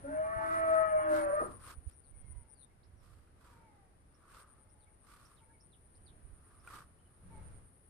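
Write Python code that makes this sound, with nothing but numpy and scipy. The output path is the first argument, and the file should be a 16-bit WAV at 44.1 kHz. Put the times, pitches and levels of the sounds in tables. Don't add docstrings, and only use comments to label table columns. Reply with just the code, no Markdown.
import sys
import numpy as np
from scipy import signal
from scipy.fft import rfft, irfft, next_fast_len
from scipy.io import wavfile

SR = 44100
rng = np.random.default_rng(int(sys.argv[2]) if len(sys.argv) > 2 else 0)


def transcribe(signal):
    frames = np.atleast_2d(signal).T
    limited = np.clip(frames, -1, 1)
    pcm = np.round(limited * 32767).astype(np.int16)
    wavfile.write(sys.argv[1], SR, pcm)


N = 347949
TIME = np.arange(N) / SR


def from_db(db):
    return 10 ** (np.asarray(db) / 20)


def unit_level(x):
    return x / np.sqrt(np.mean(x ** 2) + 1e-20)


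def curves(rows):
    times, *columns = np.transpose(rows)
    return [np.interp(TIME, times, column) for column in columns]


def during(rows):
    start, stop = rows[0][0], rows[-1][0]
    return np.interp(TIME, [start - .02, start, stop, stop + .02], [0, 1, 1, 0])


def swell(peak_s, length_s):
    return np.cos(np.pi * np.clip((TIME - peak_s) / length_s, -.5, .5))


def drift(rate_hz):
    r = np.exp(-40 * np.pi * rate_hz / SR)
    slow = signal.lfilter([1], [1, -2 * r, r * r], rng.standard_normal(N // 20 + 2002))[2000:]
    return np.interp(np.arange(N) / 20, np.arange(len(slow)), unit_level(slow))


def phase_of(hz):
    return 2 * np.pi * np.cumsum(hz) / SR


def at_hz(points, hz):
    freqs, values = np.transpose(points)
    return np.interp(np.log(hz), np.log(freqs), values)


def noise(spectrum, likeness=((20, 0), (20000, 0))):
    size = next_fast_len(N)
    hz = np.maximum(np.fft.rfftfreq(size, 1 / SR), 1)
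    mid, side = rfft(rng.standard_normal((2, size)))
    alike = np.clip(at_hz(likeness, hz), -1, 1)
    edge_fade = 1 / (1 + (spectrum[0][0] / hz / 2) ** 2) / (1 + (hz / spectrum[-1][0] / 2) ** 2)
    both = np.sqrt(1 + alike) * mid + np.sqrt(1 - alike) * side * [[1], [-1]]
    return unit_level(irfft(both * edge_fade * from_db(at_hz(spectrum, hz)), size)[:, :N])


def panned(left_db):
    gains = from_db(np.array([[1], [-1]]) * left_db / 2)
    return gains / np.sqrt(np.mean(gains ** 2, axis=0))


def from_left(x, lag_ms):
    return np.array([x, np.interp(TIME - lag_ms / 1000, TIME, x)])


def yard_echo(x, fade_s):
    t = np.arange(SR) / SR
    spray = rng.standard_normal((2, SR)) * from_db(-60 * t / fade_s) * np.clip(t / .015, 0, 1)
    spray /= np.sqrt(np.sum(spray ** 2, axis=1, keepdims=True))
    return signal.fftconvolve(x[None], spray, axes=1)[:, :N]


# freq_hz, relative_db
EDDY_SPECTRUM = [(20, 2), (45, -0.5), (90, 2), (140, -8.5), (250, -25), (500, -42), (1000, -42)]
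HUSH_SPECTRUM = [(18, -35), (30, -7), (59, -5), (252, -15.5), (311, -16), (341, -17), (431, -18),
                 (1180, -24), (1880, -28.5), (2490, -35), (3450, -40), (6190, -45), (8000, -48),
                 (10400, -84), (17600, -120)]
# freq_hz, likeness
HUSH_LIKENESS = [(30, 0.52), (100, 0.93), (250, 0.9), (500, 0.42), (1000, -0.39), (2000, 0.055),
                 (15000, -0.5)]
# peak_s, length_s, eddy_db, left_db, hush_db
GUSTS = [(.3, 2.5, -63.5, -2.5, -56), (1.1, 1.9, -56, 0, -60.5), (2.272, 0.43, -51, -35, -69),
         (3.049, 0.65, -60.5, -13, -89), (3.606, 0.74, -71.5, -9, -67), (6.18, 0.75, -60.5, -6, -67),
         (6.752, 0.48, -61, -3, -68), (7.432, 0.53, -51, 3, -59)]
# time_s, pitch_hz, peak_db
THUMPS = [(0.369, 84, -34.5), (1.785, 59, -36.5), (1.876, 66.4, -30), (2.282, 62.6, -46),
          (2.372, 47, -35.5), (6.252, 56.7, -42), (6.331, 45, -45.5)]
CALM_EDDY_DB, CALM_HUSH_DB = -68.5, -67

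def breeze():
    eddy_power, hush_power = from_db(CALM_EDDY_DB) ** 2, from_db(CALM_HUSH_DB) ** 2
    for peak_s, length_s, eddy_db, left_db, hush_db in GUSTS:
        gust = swell(peak_s, length_s)
        eddy_power = eddy_power + (from_db(eddy_db) * gust * panned(left_db)) ** 2
        hush_power = hush_power + (from_db(hush_db) * gust) ** 2
    eddies = np.sqrt(eddy_power) * noise(EDDY_SPECTRUM, likeness=[(30, .23), (150, 1)])
    hush = np.sqrt(hush_power) * noise(HUSH_SPECTRUM, HUSH_LIKENESS)
    thumps = np.zeros(N)
    for time_s, hz, db in THUMPS:
        cycles = hz * (TIME - time_s)
        thumps += from_db(db) * np.cos(2 * np.pi * cycles) * np.exp(-np.minimum((1.54 * cycles) ** 2, 50))
    return eddies + hush + thumps * np.array([[from_db(-27)], [1]])


# freq_hz, relative_db
SKIN_SPECTRUM = [(900, -14.5), (2000, 2.5), (3000, -1), (5000, -1), (6500, -7.5), (8000, -1), (9000, 4),
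                 (10500, -8), (13000, -3), (15500, -20)]
CASE_SPECTRUM = [(400, -12), (800, -17.5), (1200, 1), (1550, -7.5), (2100, -19.5), (3000, -24),
                 (5000, -32.5)]
# peak_s, rise_s, fall_s, hiss_db, ring_db
FINGER_STROKES = [(.55, 0.21, 0.15, -64, -52.5), (.74, 0.095, 0.14, -65, -57.5),
                  (1.165, .09, 0.099, -54.5, -50), (1.46, 0.31, 0.17, -69.5, -63),
                  (1.715, .13, 0.041, -57, -52), (1.901, .04, 0.054, -74, -78),
                  (3.05, 0.066, 0.31, -74.5, -72.5), (3.47, 0.12, 0.18, -71, -67),
                  (4.33, 0.26, 0.39, -80, -66.5), (4.402, .13, 0.04, -65, -63.5),
                  (5.11, 0.097, 0.37, -68.5, -64.5), (6.5, 0.22, 0.52, -81, -71),
                  (6.753, 0.12, 0.1, -60.5, -53.5), (7.351, 0.81, .5, -86, -78)]

def finger_rub():
    hiss_gain, ring_gain = np.zeros(N), np.zeros(N)
    for peak_s, rise_s, fall_s, hiss_db, ring_db in FINGER_STROKES:
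        pressure = np.interp(TIME, [peak_s - rise_s, peak_s, peak_s + fall_s], [0, 1, 0])
        hiss_gain += from_db(hiss_db) * pressure
        ring_gain += from_db(ring_db) * pressure
    grip = from_db(1.9 * drift(96))
    hiss = hiss_gain * noise(SKIN_SPECTRUM) * panned(-5.5)
    ring = ring_gain * noise(CASE_SPECTRUM, likeness=[(500, .79), (1300, .79), (3000, .037)])
    steady_hiss = from_db(-86) * noise(SKIN_SPECTRUM)
    return grip * (hiss + ring) + steady_hiss


# time_s, strength_db
JOLTS = [(0.754, -43.5), (3.274, -67), (6.675, -41.5), (7.31, -67)]
# pitch_hz, relative_db, fade_s
CASE_NOTES = [(1420, -1.5, 0.059), (2410, -8, 0.021), (8600, -4.5, 0.0042), (13000, -18.5, .002)]

def case_ticks():
    jolts, ticks = np.full(N, 1e-18), np.zeros(N)
    for time_s, db in JOLTS:
        jolts[round(time_s * SR)] = from_db(db)
    for hz, db, fade_s in CASE_NOTES:
        decay, step = from_db(-60 / (fade_s * SR)), 2 * np.pi * hz / SR
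        feedback = [1, -2 * decay * np.cos(step), decay * decay]
        ticks += signal.lfilter([0, from_db(db) * np.sin(step)], feedback, jolts)
    return ticks


def glides(notes, overtones, waver):
    out, wobble = np.zeros(N), 1 + waver * drift(62)
    for start_s, length_s, first_hz, middle_hz, last_hz, db in notes:
        at = np.flatnonzero((TIME >= start_s) & (TIME < start_s + length_s))
        progress = np.linspace(0, 1, len(at))
        bend = np.polyfit([0, .5, 1], [first_hz, middle_hz, last_hz], 2)
        phase = phase_of(np.polyval(bend, progress) * wobble[at])
        wave = np.sin(phase) + sum(from_db(level) * np.sin(k * phase) for k, level in overtones)
        out[at] += from_db(db) * np.sqrt(2 * np.abs(np.sin(np.pi * progress))) * wave
    return out


# start_s, length_s, start_hz, fall_share, relative_db
FAR_CALLS = [(2.1, 0.34, 2240, 0.12, -78), (2.25, 0.33, 1035, 0.25, -75.5), (3.4, 0.5, 1017, 0.28, -67),
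             (4.5, .5, 858.4, 0.0191, -77), (5.4, 0.05, 959, 0.11, -67), (5.489, 0.053, 956, 0.094, -71),
             (7.22, 0.2, 183.3, 0.013, -58), (7.3, .1, 903, 0.039, -60)]
EARLY_FALL = .45

def far_animal():
    notes = [(start_s, length_s, hz, hz * (1 - EARLY_FALL * fall), hz * (1 - fall), db)
             for start_s, length_s, hz, fall, db in FAR_CALLS]
    calls = glides(notes, overtones=[(1.5, -12), (2.5, -14)], waver=.018)
    return from_db(-4.5) * (from_left(calls, lag_ms=.067) + yard_echo(calls, fade_s=.49))


# start_s, start_hz, relative_db
UP_FLICKS = [(1.92, 5100, -74), (2.495, 5160, -76), (2.83, 3220, -70), (4.14, 4740, -74), (4.69, 4780, -77),
             (5.248, 4670, -61.5), (5.599, 4700, -66), (5.948, 3760, -70), (6.592, 4700, -72.5)]
UP_TOP_HZ, UP_S, EARLY_RISE = 5950, .019, .57
# start_s, length_s, start_hz, end_hz, relative_db
DOWN_FLICKS = [(2.035, 0.039, 5000, 3570, -78), (2.538, 0.1, 5000, 3450, -74),
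               (2.611, 0.031, 4300, 3480, -62), (2.966, .08, 5750, 5050, -81),
               (4.797, 0.055, 5000, 3180, -76), (5.365, .045, 4400, 2500, -69),
               (5.718, 0.043, 4410, 2570, -66), (6.058, .05, 4900, 2920, -62.5)]
# start_s, top_hz, relative_db
PIPS = [(2.69, 2200, -72.5), (4.86, 2230, -71), (5.42, 2250, -76), (5.488, 1670, -67), (5.53, 2290, -69.5),
        (5.971, 3080, -81), (6.98, 3040, -75.5), (7.046, 3060, -75)]
PIP_S, PIP_SAG = .036, .077

def bird():
    notes = [(s, UP_S, hz, hz + EARLY_RISE * (UP_TOP_HZ - hz), UP_TOP_HZ, db) for s, hz, db in UP_FLICKS]
    notes += [(s, length, high, np.sqrt(high * low), low, db) for s, length, high, low, db in DOWN_FLICKS]
    notes += [(s, PIP_S, hz * (1 - PIP_SAG), hz, hz * (1 - PIP_SAG), db) for s, hz, db in PIPS]
    song = glides(notes, overtones=[], waver=.02) * from_db(3.5 * drift(140))
    return (from_db(-7.5) * song + from_db(-12) * yard_echo(song, fade_s=.1)) * panned(-8.5)


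# time_s, level_db
CHORUS_LEVEL = [(0, -67), (1.5, -68), (2.6, -80), (4.1, -79.5), (5.3, -74.5), (6.3, -71.5), (7, -74),
                (7.89, -69.5)]

def insect_chorus():
    band = noise([(7500, -42), (8800, -7.5), (9500, 0), (9950, -1.5), (10400, -6),
                  (11200, -19), (13000, -34.5), (16000, -46)])
    return from_db(curves(CHORUS_LEVEL)[0] + .87 * drift(60)) * band * panned(12)


# start_s, stop_s, chirp_every_s, pitch_hz
CHIRP_RUNS = [(-.033, 2.66, .1075, 9350), (3.925, 6.91, .1029, 9130), (6.98, 7.89, .102, 9100)]
# time_s, level_db, left_db
CHIRP_LEVEL = [(0, -62.5, 13), (1.3, -48.5, 26), (1.85, -58, 30), (2.66, -58, 20.5), (3.92, -75, 18),
               (4.5, -65, 28), (5.8, -68, 8), (6.5, -67, -6), (7.1, -72, -10), (7.5, -58, -14),
               (7.89, -84, -12)]
WING_STROKES_PER_S, STROKE_FALL_HZ = 135, 700

def crickets():
    db, left_db = curves(CHIRP_LEVEL)
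    chirps, hz = np.zeros(N), np.zeros(N)
    for start_s, stop_s, every_s, pitch_hz in CHIRP_RUNS:
        singing = (TIME > start_s) & (TIME < stop_s)
        progress = (TIME - start_s) / every_s % 1
        chirps += np.interp(progress, [.2, .45, .8, .95, 1], [.072, .47, .72, .84, .08]) * singing
        hz += pitch_hz * singing
    stroke = np.cumsum(WING_STROKES_PER_S * (1 + .022 * drift(5))) / SR % 1
    whistle = np.sin(phase_of(hz + STROKE_FALL_HZ * (.5 - stroke) + 50 * drift(7.5) + 80 * drift(400)))
    pulses = unit_level(np.sin(np.pi * stroke) ** 2 * whistle)
    return from_db(db + 2.5 * drift(6.4)) * pulses * chirps * panned(left_db)


# peak_s, length_s, pitch_hz, level_db
GROANS = [(0.103, .18, 280.3, -46), (0.605, 0.69, 322, -52.5), (1.146, 0.34, 317.4, -41)]

def groans(phase):
    out, waver = 0, 1 + .0048 * drift(60)
    for peak_s, length_s, hz, db in GROANS:
        low = phase_of(hz * waver)
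        wave = np.sin(low) + from_db(-11) * np.sin(low + phase) + from_db(-7.5) * np.sin(low + 2 * phase)
        out = out + from_db(db) * swell(peak_s, length_s) ** 2 * wave
    return np.sqrt(2) * out * from_db(1.92 * drift(50))


CREAK_START_S, CREAK_RISE_S, CREAK_FADE_DB_PER_S = 1.375, .045, 162
CREAK_HZ, CREAK_OCTAVES_PER_S, CREAK_DB = 500, 5.6, -44.5

def creak(phase):
    age_s = np.clip(TIME - CREAK_START_S, 0, 1)
    flap = phase_of(CREAK_HZ * 2 ** (-CREAK_OCTAVES_PER_S * age_s) * (1 + .2 * drift(60)))
    fade_db = CREAK_FADE_DB_PER_S * np.maximum(age_s - CREAK_RISE_S, 0)
    gain = np.minimum(age_s / CREAK_RISE_S, 1) * from_db(CREAK_DB - fade_db + 2.2 * drift(50))
    mouth = noise([(500, 13.5), (850, -12), (1200, 4), (1420, 2), (1800, -18.5), (2600, -31)])[0]
    puffs = from_db(-5.5) * mouth * (1 + np.cos(flap))
    folds = np.sin(flap) + from_db(-8) * np.sin(2 * flap) + np.sin(flap + phase * 4 / 3)
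    return np.sqrt(2) * gain * (folds + puffs)


# times_the_pitch, relative_db
SIDE_TONES = [(5 / 3, -6), (7 / 4, -2), (7 / 3, -3), (8 / 3, -7), (11 / 4, -6), (10 / 3, -12),
              (11 / 3, -16), (13 / 3, -26), (14 / 3, -30), (16 / 3, -33)]
# freq_hz, relative_db
THROAT_SPECTRUM = [(200, -18.5), (400, 4.5), (520, -32), (700, -1), (950, -23), (1200, 3), (1500, 5.5),
                   (1800, 3.5), (2100, -12.5), (2450, -13), (3000, -28), (4200, -33.5)]
BUZZ_DB, HOARSE_BUZZ_LOSS_DB, RASP_DB = -51.5, 24.5, -46.5

def throat(phase, rough):
    buzz_gain = np.sqrt(2) * from_db(BUZZ_DB - HOARSE_BUZZ_LOSS_DB * rough + 7 * drift(32))
    buzz = buzz_gain * np.sin(phase * 4 / 3 + phase_of(40 * rough * drift(27)))
    sides, wander_hz = np.zeros(N), 9 + 42 * rough
    for multiple, db in SIDE_TONES:
        gain = from_db(db + 3.5 * drift(12))
        sides += gain * np.sin(multiple * phase + phase_of(wander_hz * drift(40)))
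    air = unit_level(noise(THROAT_SPECTRUM)[0] * (1 + np.cos(phase / 3)))
    rasp = np.sqrt(1 - rough) * unit_level(sides) + np.sqrt(rough) * air
    return buzz + from_db(RASP_DB) * rasp


# time_s, pitch_hz
BELLOW_PITCH = [(.02, 537), (.12, 616.2), (.33, 652.4), (.6, 650.5), (.78, 642.3), (.89, 633.2),
                (1.14, 607.8), (1.29, 573), (1.43, 616.5)]
# time_s, level_db
TONE_LEVEL = [(0.021, -74), (.045, -48.5), (.11, -41), (0.201, -31), (0.309, -39), (.56, -36.5),
              (.73, -26.5), (.82, -27), (0.891, -36.5), (.95, -25), (1.041, -36), (1.13, -26), (1.22, -34),
              (1.39, -34.5), (1.43, -39), (1.47, -55), (1.54, -65)]
# time_s, left_db, right_lag_ms
TONE_PLACE = [(.22, 2.5, 0.42), (.29, -2.5, 0.54), (.35, 16, 0.77), (.46, 11, 1), (.59, -8, 0.42),
              (.8, 10, 0.35), (.95, 0.5, .52), (1.4, 2, 0.39)]
# time_s, level_db, left_db
OCTAVE_LEVEL = [(.18, -56.5, -3), (.33, -44.5, -0.5), (.52, -36.5, -0.5), (.68, -36, 0.5), (.82, -33, 10),
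                (.92, -43.5, 6), (1.32, -45, -6), (1.405, -34, 2.5), (1.47, -59, 0)]
# time_s, roughness_0_to_1
HOARSENESS = [(.08, .75), (.18, .12), (.45, .13), (.53, .3), (.68, .22), (.8, .13), (.98, .14), (1.15, .22),
              (1.3, .33), (1.42, .9)]
# time_s, gain_db
MOUTH_OPENING = [(.02, -25.5), (.13, -7), (.21, -5), (.33, -3), (.55, 1), (1.25, 1.5), (1.42, -4.5),
                 (1.49, -44)]
STUTTER_START_S, STUTTER_PEAK_S, STUTTER_EVERY_S, STUTTER_DEPTH = 1.28, 1.384, .042, .8

def cow():
    [hz], [tone_db], [rough] = curves(BELLOW_PITCH), curves(TONE_LEVEL), curves(HOARSENESS)
    phase = phase_of(hz * (1 + .02 * rough * drift(70)))
    depth = np.interp(TIME, [STUTTER_START_S, STUTTER_PEAK_S], [0, STUTTER_DEPTH])
    stutter = 1 + depth * np.cos(2 * np.pi * (TIME - STUTTER_PEAK_S) / STUTTER_EVERY_S)
    tone_gain = from_db(tone_db + 5 * rough * drift(30)) * during(TONE_LEVEL)
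    tone = np.sqrt(2) * stutter * tone_gain * np.sin(phase)

    octave_db, octave_left_db = curves(OCTAVE_LEVEL)
    upper = np.sin(2 * phase) + from_db(-15.5) * np.sin(3 * phase) + from_db(-42.5) * np.sin(4 * phase)
    overtones = np.sqrt(2) * from_db(octave_db + 2 * drift(33)) * upper * during(OCTAVE_LEVEL)
    mouth_gain = from_db(curves(MOUTH_OPENING)[0]) * during(TONE_LEVEL)
    growl = throat(phase, rough) * mouth_gain + groans(phase) + creak(phase)

    left_db, lag_ms = curves(TONE_PLACE)
    direct = from_left(tone, lag_ms) * panned(left_db) + from_left(growl, lag_ms=.388)
    direct += from_left(overtones, lag_ms=.35) * panned(octave_left_db)
    echo = yard_echo(growl + from_db(-9) * overtones + from_db(-19) * tone, fade_s=.24)
    return direct + from_db(-4) * echo


def scene():
    return cow() + crickets() + insect_chorus() + bird() + far_animal() + finger_rub() + case_ticks() + breeze()


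CUTOFF_HZ = 15450

def record(dry):
    return signal.sosfilt(signal.ellip(12, .1, 90, CUTOFF_HZ, fs=SR, output="sos"), dry)


dry = scene()
out = record(dry)
transcribe(out)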